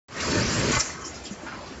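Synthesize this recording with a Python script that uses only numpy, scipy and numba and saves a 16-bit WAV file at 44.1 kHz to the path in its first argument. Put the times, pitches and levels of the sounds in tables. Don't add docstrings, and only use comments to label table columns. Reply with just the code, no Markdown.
import sys
import numpy as np
from scipy import signal
from scipy.fft import rfft, irfft
from scipy.io import wavfile
from scipy.ndimage import uniform_filter1d
from numba import njit

SR = 44100
rng = np.random.default_rng(int(sys.argv[2]) if len(sys.argv) > 2 else 0)


def dump(signal):
    limited = np.clip(np.atleast_2d(signal).T, -1, 1)
    pcm = np.round(limited * 32767).astype(np.int16)
    wavfile.write(sys.argv[1], SR, pcm)


def field_ratio(decibels):
    return 10 ** (np.asarray(decibels, dtype=float) / 20)


N = 79380

# (time [s], level [dB])
FAR_ACTIVITY = [(.09, 0), (.9, 0), (1.0, -1.5), (1.12, -0.5), (1.22, -1), (1.3, -2), (1.38, -3.5),
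                (1.46, 0), (1.55, -0.5), (1.62, -3), (1.68, -1.5), (1.8, -2)]
# (frequency [Hz], level [dB])
HALL_COLOUR = [(15, -70.5), (25, -33.5), (59, -0.5), (122, -4.5), (262, -2), (367, -4), (560, -8.5),
               (800, -8.5), (1440, -13), (2010, -15), (3600, -21), (4600, -18.5), (7700, -23), (10000, -65),
               (16900, -120)]
# (time [s], length [s], level [dB], frequency [Hz])
MOTOR_HUMS = [
    (1.057, 0.12, -45, 69.9),
    (1.73, .12, -41.5, 66.3),
]
HALL_DB = -41
HALL_T60_S, HALL_ECHO_DB = .9, -17

# (time [s], length [s], level [dB], frequency [Hz])
PANEL_SONGS = [(0.89, .015, -47, 1970), (0.937, 0.017, -43, 1117), (0.964, 0.01, -45, 1550),
               (0.968, 0.057, -45.5, 1272), (0.987, 0.08, -46, 1108), (1.03, 0.042, -51, 1310),
               (1.017, 0.057, -52.5, 3085), (1.165, .012, -45.5, 1406), (1.466, 0.029, -44.5, 1615),
               (1.464, 0.044, -43, 1432), (1.459, 0.021, -45, 915), (1.508, 0.018, -41.5, 1350),
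               (1.508, 0.023, -47, 1540), (1.513, .04, -46, 1044), (1.567, 0.035, -49, 1004),
               (1.601, .04, -44, 573), (1.664, 0.029, -48.5, 1155), (0.197, .008, -33, 2150),
               (0.196, 0.0054, -37.5, 2833), (0.156, 0.015, -40, 1868), (0.255, 0.014, -43, 5040),
               (1.412, .025, -46.5, 543), (1.555, 0.016, -41.5, 260)]
PANEL_WIDTH_HZ = 75

# (time [s], length [s], level [dB], centre [Hz])
RATTLES = [(.32, 0.059, -32, 1580), (0.683, 0.065, -35, 2457), (0.807, 0.14, -43.5, 1430),
           (.97, 0.095, -51, 1250), (1.459, 0.035, -41.5, 1470), (1.505, 0.026, -42, 1300),
           (1.58, 0.045, -47.5, 820), (1.1, 0.08, -50, 1920), (1.106, 0.087, -51, 700),
           (1.7, 0.02, -56, 1600), (1.232, 0.1, -49, 2040)]
RATTLE_CLICKS_PER_S, RATTLE_SPREAD_DB, RATTLE_RING_GAIN = 900, 3, .4

# (time [s], level [dB], hold [s], centre [Hz], width [Hz])
VALVE_PUFFS = [(0.201, -32.5, 0.0056, 4520, 6000), (0.206, -39, 0.1, 6400, 3970),
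               (0.307, -31, 0.009, 5086, 5000), (0.481, -34, 0.0078, 5730, 602),
               (0.713, -30, 0.044, 6700, 2410), (0.786, -27, 0.01, 7280, 1000),
               (0.795, -23.5, 0.012, 5810, 2000), (0.812, -36, 0.059, 6800, 2500),
               (1.008, -46.5, 0.014, 6620, 2520), (1.043, -37, 0.013, 5440, 600),
               (1.06, -43.5, .015, 5570, 700), (1.049, -41.5, 0.037, 6850, 1610),
               (1.14, -45, 0.031, 5780, 3970), (1.248, -43, 0.023, 5070, 1500),
               (1.251, -45, 0.025, 3300, 1490), (1.237, -47.5, 0.028, 7130, 900),
               (1.308, -47.5, 0.0065, 7050, 597), (1.316, -46, 0.017, 6330, 2510),
               (1.659, -49, 0.02, 4440, 5030), (1.462, -53.5, 0.055, 4620, 2010)]
PUFF_ATTACK_S, PUFF_T60_S, PUFF_T60_PER_HOLD = .003, .05, 3

# (time [s], bar level [dB], thud level [dB], thud frequency [Hz])
BAR_KNOCKS = [(.706, -33, -22, 250), (.728, -23, -26, 130), (.740, -33, -22, 130), (.764, -21.5, -20, 120),
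              (.772, -30, -24, 60), (.893, -36, -42, 260), (.945, -50, -50, 200), (1.31, -55, -24, 200),
              (1.162, -50, -33, 400), (1.612, -55, -33, 580), (1.712, -58, -32, 270),
              (1.466, -46, -42, 330), (1.505, -50, -37, 210), (1.1, -55, -38, 270), (1.433, -55, -32, 330),
              (1.535, -48, -33, 260), (1.0, -50, -45, 150), (1.04, -48, -50, 150)]
# (frequency [Hz], level [dB], time to fall 30 dB [s])
BAR_MODES = [(490, -13, .06), (880, -7, .08), (1105, -1.5, .1), (1290, -9, .1), (1480, -6, .1),
             (1790, -9, .07), (2050, -5, .08), (2380, -10, .05)]
PUSH_S = .003
FREE_RING_S, DAMPED_T60_S = .016, .04
THUD_CYCLES, THUD_MAX_S = 20, .11

# (time [s], hiss level [dB])
AIR_FLOW = [
    (0.09, -40),
    (0.166, -31),
    (0.236, -27),
    (0.652, -26.5),
    (0.774, -24.5),
    (0.786, -31),
    (0.806, -25.5),
    (0.832, -34.5),
    (0.98, -48),
]
# (frequency [Hz], level [dB])
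HISS_COLOUR = [(350, -22.5), (600, 0), (800, -11.5), (900, -8), (1130, -3), (1980, -5), (3380, -12),
               (4510, -8), (7700, -9.5), (10000, -72), (16900, -120)]
# (time [s], pitch [Hz], level [dB])
CHAMBER_WHISTLE = [
    (.398, 4000, -45),
    (.414, 4600, -33),
    (.434, 5650, -28),
    (.446, 6050, -44),
    (.5, 6950, -39),
    (.56, 7450, -38),
    (.66, 7560, -38),
    (.7, 7560, -55),
]
HISS_FLICKER_DB = 1.2
VALVE_OPENS_S, HALF_OPEN_DB = 0.22, -5.5
WHISTLE_WIDTH_HZ, WHISTLE_RAGGED_DB = 480, 1.2
SWALLOW_RATIO, SWALLOW_WIDTH_HZ = 1.24, 1300

# (time [s], rumble level [dB])
DRIVE_LOAD = [
    (.09, -46),
    (.17, -33.5),
    (.24, -35.5),
    (.31, -25),
    (.42, -24),
    (.48, -27.5),
    (.7, -25.5),
    (.78, -36),
    (.83, -49),
]
# (frequency [Hz], level [dB])
DRIVE_COLOUR = [(15, -51), (25, -10.5), (82, -2), (144, -1.5), (413, -1.5), (609, -7.5), (798, -34.5),
                (900, -7.5), (1170, -41), (1980, -120)]
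# (frequency [Hz], width [Hz], level [dB])
CONVEYOR_MODES = [(96, 45, -15.5), (155, 50, -18), (252.2, 30.6, -15), (351, 18, -22), (417, 34, -16),
                  (594, 4.1, -20)]
# (time [s], peak level [dB], frame frequency [Hz])
ROLLER_LURCHES = [(.315, -23.5, 280), (0.371, -23.5, 100), (0.409, -23.5, 119.6), (.42, -28.5, 200),
                  (0.446, -24.5, 230), (0.463, -26.5, 60), (0.483, -26, 109), (.505, -25, 165),
                  (.53, -23.5, 240), (.585, -25, 141), (.64, -26.5, 169.5), (.69, -26.5, 238)]
ROLLER_BUMPS_PER_S, BUMP_SPREAD_DB, BUMP_DB = 700, 2, -3
LURCH_T60_S = 0.16

# (time [s], low edge [Hz], high edge [Hz], level [dB])
STRAY_BANDS = [
    (.255, 4150, 5800, -40),
    (.348, 5150, 6400, -40),
    (.929, 6250, 7700, -50),
    (1.161, 4150, 5300, -53),
    (1.625, 5150, 6400, -62),
    (1.648, 4150, 5300, -60),
]
STRAY_S = 0.026
START_S, FADE_FROM_DB, FADE_S = 0.084, -9.5, 0.095
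CASING_NOTCH_HZ, CASING_WIDTH_HZ, CASING_DEPTH = 3716, 250, 0.31
FLUTTER_DB, FLUTTER_FROM_HZ = 2, 1500
TOP_HZ = 7700


def level(x, db):
    return x * field_ratio(db) / np.sqrt(np.mean(x ** 2) + 1e-30)


def read(table, column=1):
    return np.interp(np.arange(N) / SR, [r[0] for r in table], [r[column] for r in table])


def colour(x, table):
    hz, db = np.array(table).T
    log_f = np.log(np.maximum(np.arange(N // 2 + 1) * SR / N, 1))
    log_hz = np.log(np.r_[hz[0] / 2, hz, hz[-1] * 2])
    gain_db = np.interp(log_f, log_hz, np.r_[db[0] - 30, db, db[-1] - 30])
    return level(irfft(rfft(x) * field_ratio(gain_db), N), 0)


@njit
def svf(x, hz, width):
    y, b, l = np.empty(len(x)), 0., 0.
    for i in range(len(x)):
        g, k = np.tan(np.pi * hz[i] / SR), width / hz[i]
        v = (b + g * (x[i] - l)) / (1 + g * (g + k))
        b, l, y[i] = 2 * v - b, l + 2 * g * v, k * v
    return y


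def band(x, hz, width):
    hz = np.clip(hz * np.ones(N), 20, SR / 3)
    once = svf(x, hz, 1. * width)
    return level(svf(once, hz, 1. * width), 0)


def air(hz, width):
    return band(rng.standard_normal(N), hz, width)


def steady(x, size):
    return x / np.sqrt(uniform_filter1d(x ** 2, size=size) + 1e-9)


def walk(rate):
    k = int(SR / rate)
    steps = np.repeat(rng.standard_normal(N // k + 1), k)
    w = uniform_filter1d(uniform_filter1d(steps, k), k)[:N]
    return w / w.std()


def clicks(per_s, spread_db):
    when, sign, size = rng.random((3, N))
    return (when < per_s / SR) * np.sign(sign - .5) * field_ratio(-spread_db * np.log(1 - size))


def shape(start, attack, hold, t60):
    t = np.arange(N) / SR - start
    return np.clip(t / attack, 0, 1) * field_ratio(-60 * np.clip(t - attack - hold, 0, None) / t60)


def ring(start, hz, t60, phase):
    t = np.clip(np.arange(N) / SR - start, 0, None)
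    return np.minimum(t / PUSH_S, 1) * field_ratio(-60 * t / t60) * np.sin(2 * np.pi * hz * t + phase)


def hall():
    swell, t = read(FAR_ACTIVITY), np.arange(N) / SR
    drone = 0
    for hz in 30 * 2. ** np.arange(0, 8.5, .5):
        drone = drone + air(hz, hz * 0.69) * np.sqrt(hz) * field_ratio(swell + 2.3 * walk(11.91))
    hums = sum(field_ratio(db) * shape(s, 0.04, length, 0.26) * np.sin(2 * np.pi * hz * t)
               for s, length, db, hz in MOTOR_HUMS)
    return field_ratio(HALL_DB) * colour(drone, HALL_COLOUR) + hums


def hall_echo(near):
    t = np.arange(SR) / SR
    tail = rng.standard_normal(SR) * field_ratio(-60 * t / HALL_T60_S) * (t > .015)
    tail = tail / np.sqrt(np.sum(tail ** 2))
    return field_ratio(HALL_ECHO_DB) * signal.fftconvolve(near, tail)[:N]


def guard_panels():
    return sum(field_ratio(db) * shape(s, 0.0055, length, 0.067) * steady(air(hz, PANEL_WIDTH_HZ), size=900)
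               for s, length, db, hz in PANEL_SONGS)


def frame_rattles():
    out = 0
    for s, length, db, hz in RATTLES:
        hits = clicks(RATTLE_CLICKS_PER_S, RATTLE_SPREAD_DB)
        body = band(hits, hz, hz * 0.92)
        for mode_hz, _, _ in BAR_MODES[1:]:
            nearness = field_ratio(-9 * abs(np.log2(mode_hz / hz)))
            body = body + RATTLE_RING_GAIN * band(hits, mode_hz, 68) * nearness
        out = out + level(body, db) * shape(s, 0.0098, length, 0.16)
    return out


def valves():
    out = 0
    for s, db, hold, hz, width in VALVE_PUFFS:
        puff = shape(s, PUFF_ATTACK_S, hold, PUFF_T60_S + PUFF_T60_PER_HOLD * hold)
        out = out + field_ratio(db) * puff * air(hz, width)
    return out


def press_bar():
    out, chance = 0, rng.standard_normal((len(BAR_KNOCKS), len(BAR_MODES), 3))
    for (s, db, thud_db, thud_hz), draws in zip(BAR_KNOCKS, chance):
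        bar = sum(field_ratio(mode_db + 0.76 * a) * ring(s, hz * (1 + 0.0067 * b), 2 * t60, 3 * p)
                  for (hz, mode_db, t60), (a, b, p) in zip(BAR_MODES, draws))
        bar = bar * shape(s, PUSH_S, FREE_RING_S, DAMPED_T60_S)
        thud = ring(s, thud_hz, min(THUD_CYCLES / thud_hz, THUD_MAX_S), 0)
        out = out + field_ratio(db) * bar + field_ratio(thud_db) * thud
    return out


def cylinder():
    half_open = np.arange(N) < VALVE_OPENS_S * SR
    hiss = 0
    for hz in 700 * 2. ** np.arange(0, 4, .5):
        gain_db = HISS_FLICKER_DB * walk(21.97) + HALF_OPEN_DB * (hz > 3000) * half_open
        hiss = hiss + air(hz, hz * 1.11) * np.sqrt(hz) * field_ratio(gain_db)
    hiss = colour(hiss, HISS_COLOUR) * field_ratio(read(AIR_FLOW) - 3.0) * shape(0, .01, 0.92, 0.22)
    whistle = steady(air(read(CHAMBER_WHISTLE), WHISTLE_WIDTH_HZ), size=400)
    whistle_db = read(CHAMBER_WHISTLE, column=2) + WHISTLE_RAGGED_DB * walk(150)
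    return hiss + whistle * field_ratio(whistle_db) * shape(.39, 0.014, 0.21, .05)


def chamber_swallow(x):
    hz = np.minimum(SWALLOW_RATIO * read(CHAMBER_WHISTLE), 7900.)
    return x - shape(.405, 0.03, .055, .06) * svf(x, hz, 1. * SWALLOW_WIDTH_HZ)


def conveyor():
    bumps = level(clicks(ROLLER_BUMPS_PER_S, BUMP_SPREAD_DB), 0)
    push = field_ratio(BUMP_DB) * bumps + rng.standard_normal(N)
    body = colour(push, DRIVE_COLOUR)
    body = body + sum(field_ratio(db) * band(push, hz, width) for hz, width, db in CONVEYOR_MODES)
    load = field_ratio(read(DRIVE_LOAD) - 1.0 + 2.6 * walk(19.6))
    lurches = sum(field_ratio(db) * ring(s, hz, LURCH_T60_S, 0) for s, db, hz in ROLLER_LURCHES)
    return steady(body, size=2500) * load * shape(0, .01, 0.77, 0.43) + lurches


def scene():
    near = conveyor() + cylinder() + valves() + press_bar() + frame_rattles() + guard_panels()
    machine = chamber_swallow(near + hall_echo(near))
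    return np.tile(machine + hall(), (2, 1))


def flutter(x):
    f, _, s = signal.stft(x, SR, nperseg=1024)
    g = uniform_filter1d(rng.standard_normal(s.shape), size=4, axis=0)
    g = uniform_filter1d(g, size=3, axis=1)
    gain_db = FLUTTER_DB * g / g.std() * np.clip(f / FLUTTER_FROM_HZ, 0, 1)[:, None]
    return signal.istft(s * field_ratio(gain_db), SR, nperseg=1024)[1][:N]


def stray_noise():
    f, t = np.arange(N // 2 + 1) * SR / N, np.arange(N) / SR
    out = 0
    for s, low, high, db in STRAY_BANDS:
        noise = irfft(rfft(rng.standard_normal(N)) * (f > low) * (f < high), N)
        out = out + level(noise, db) * np.clip(2 - 3 * np.abs(t - s) / STRAY_S, 0, 1)
    return out


def roll_off(x):
    return signal.sosfilt(signal.butter(12, 8540, fs=SR, output="sos"), x)


def record(dry):
    t = np.arange(N) / SR - START_S
    f = np.arange(N // 2 + 1) * SR / N
    x = dry[0] - CASING_DEPTH * svf(dry[0], np.full(N, 1. 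* CASING_NOTCH_HZ), 1. * CASING_WIDTH_HZ)
    x = flutter(x) * (t > 0) * field_ratio(FADE_FROM_DB * np.clip(1 - t / FADE_S, 0, 1))
    x = irfft(rfft(x) * np.clip((TOP_HZ - f) / 80, 0, 1), N)
    mix = x * (t > -.01) + stray_noise() * np.array([[1], [-1]])
    return roll_off(mix)


dry = scene()
out = record(dry)
dump(out)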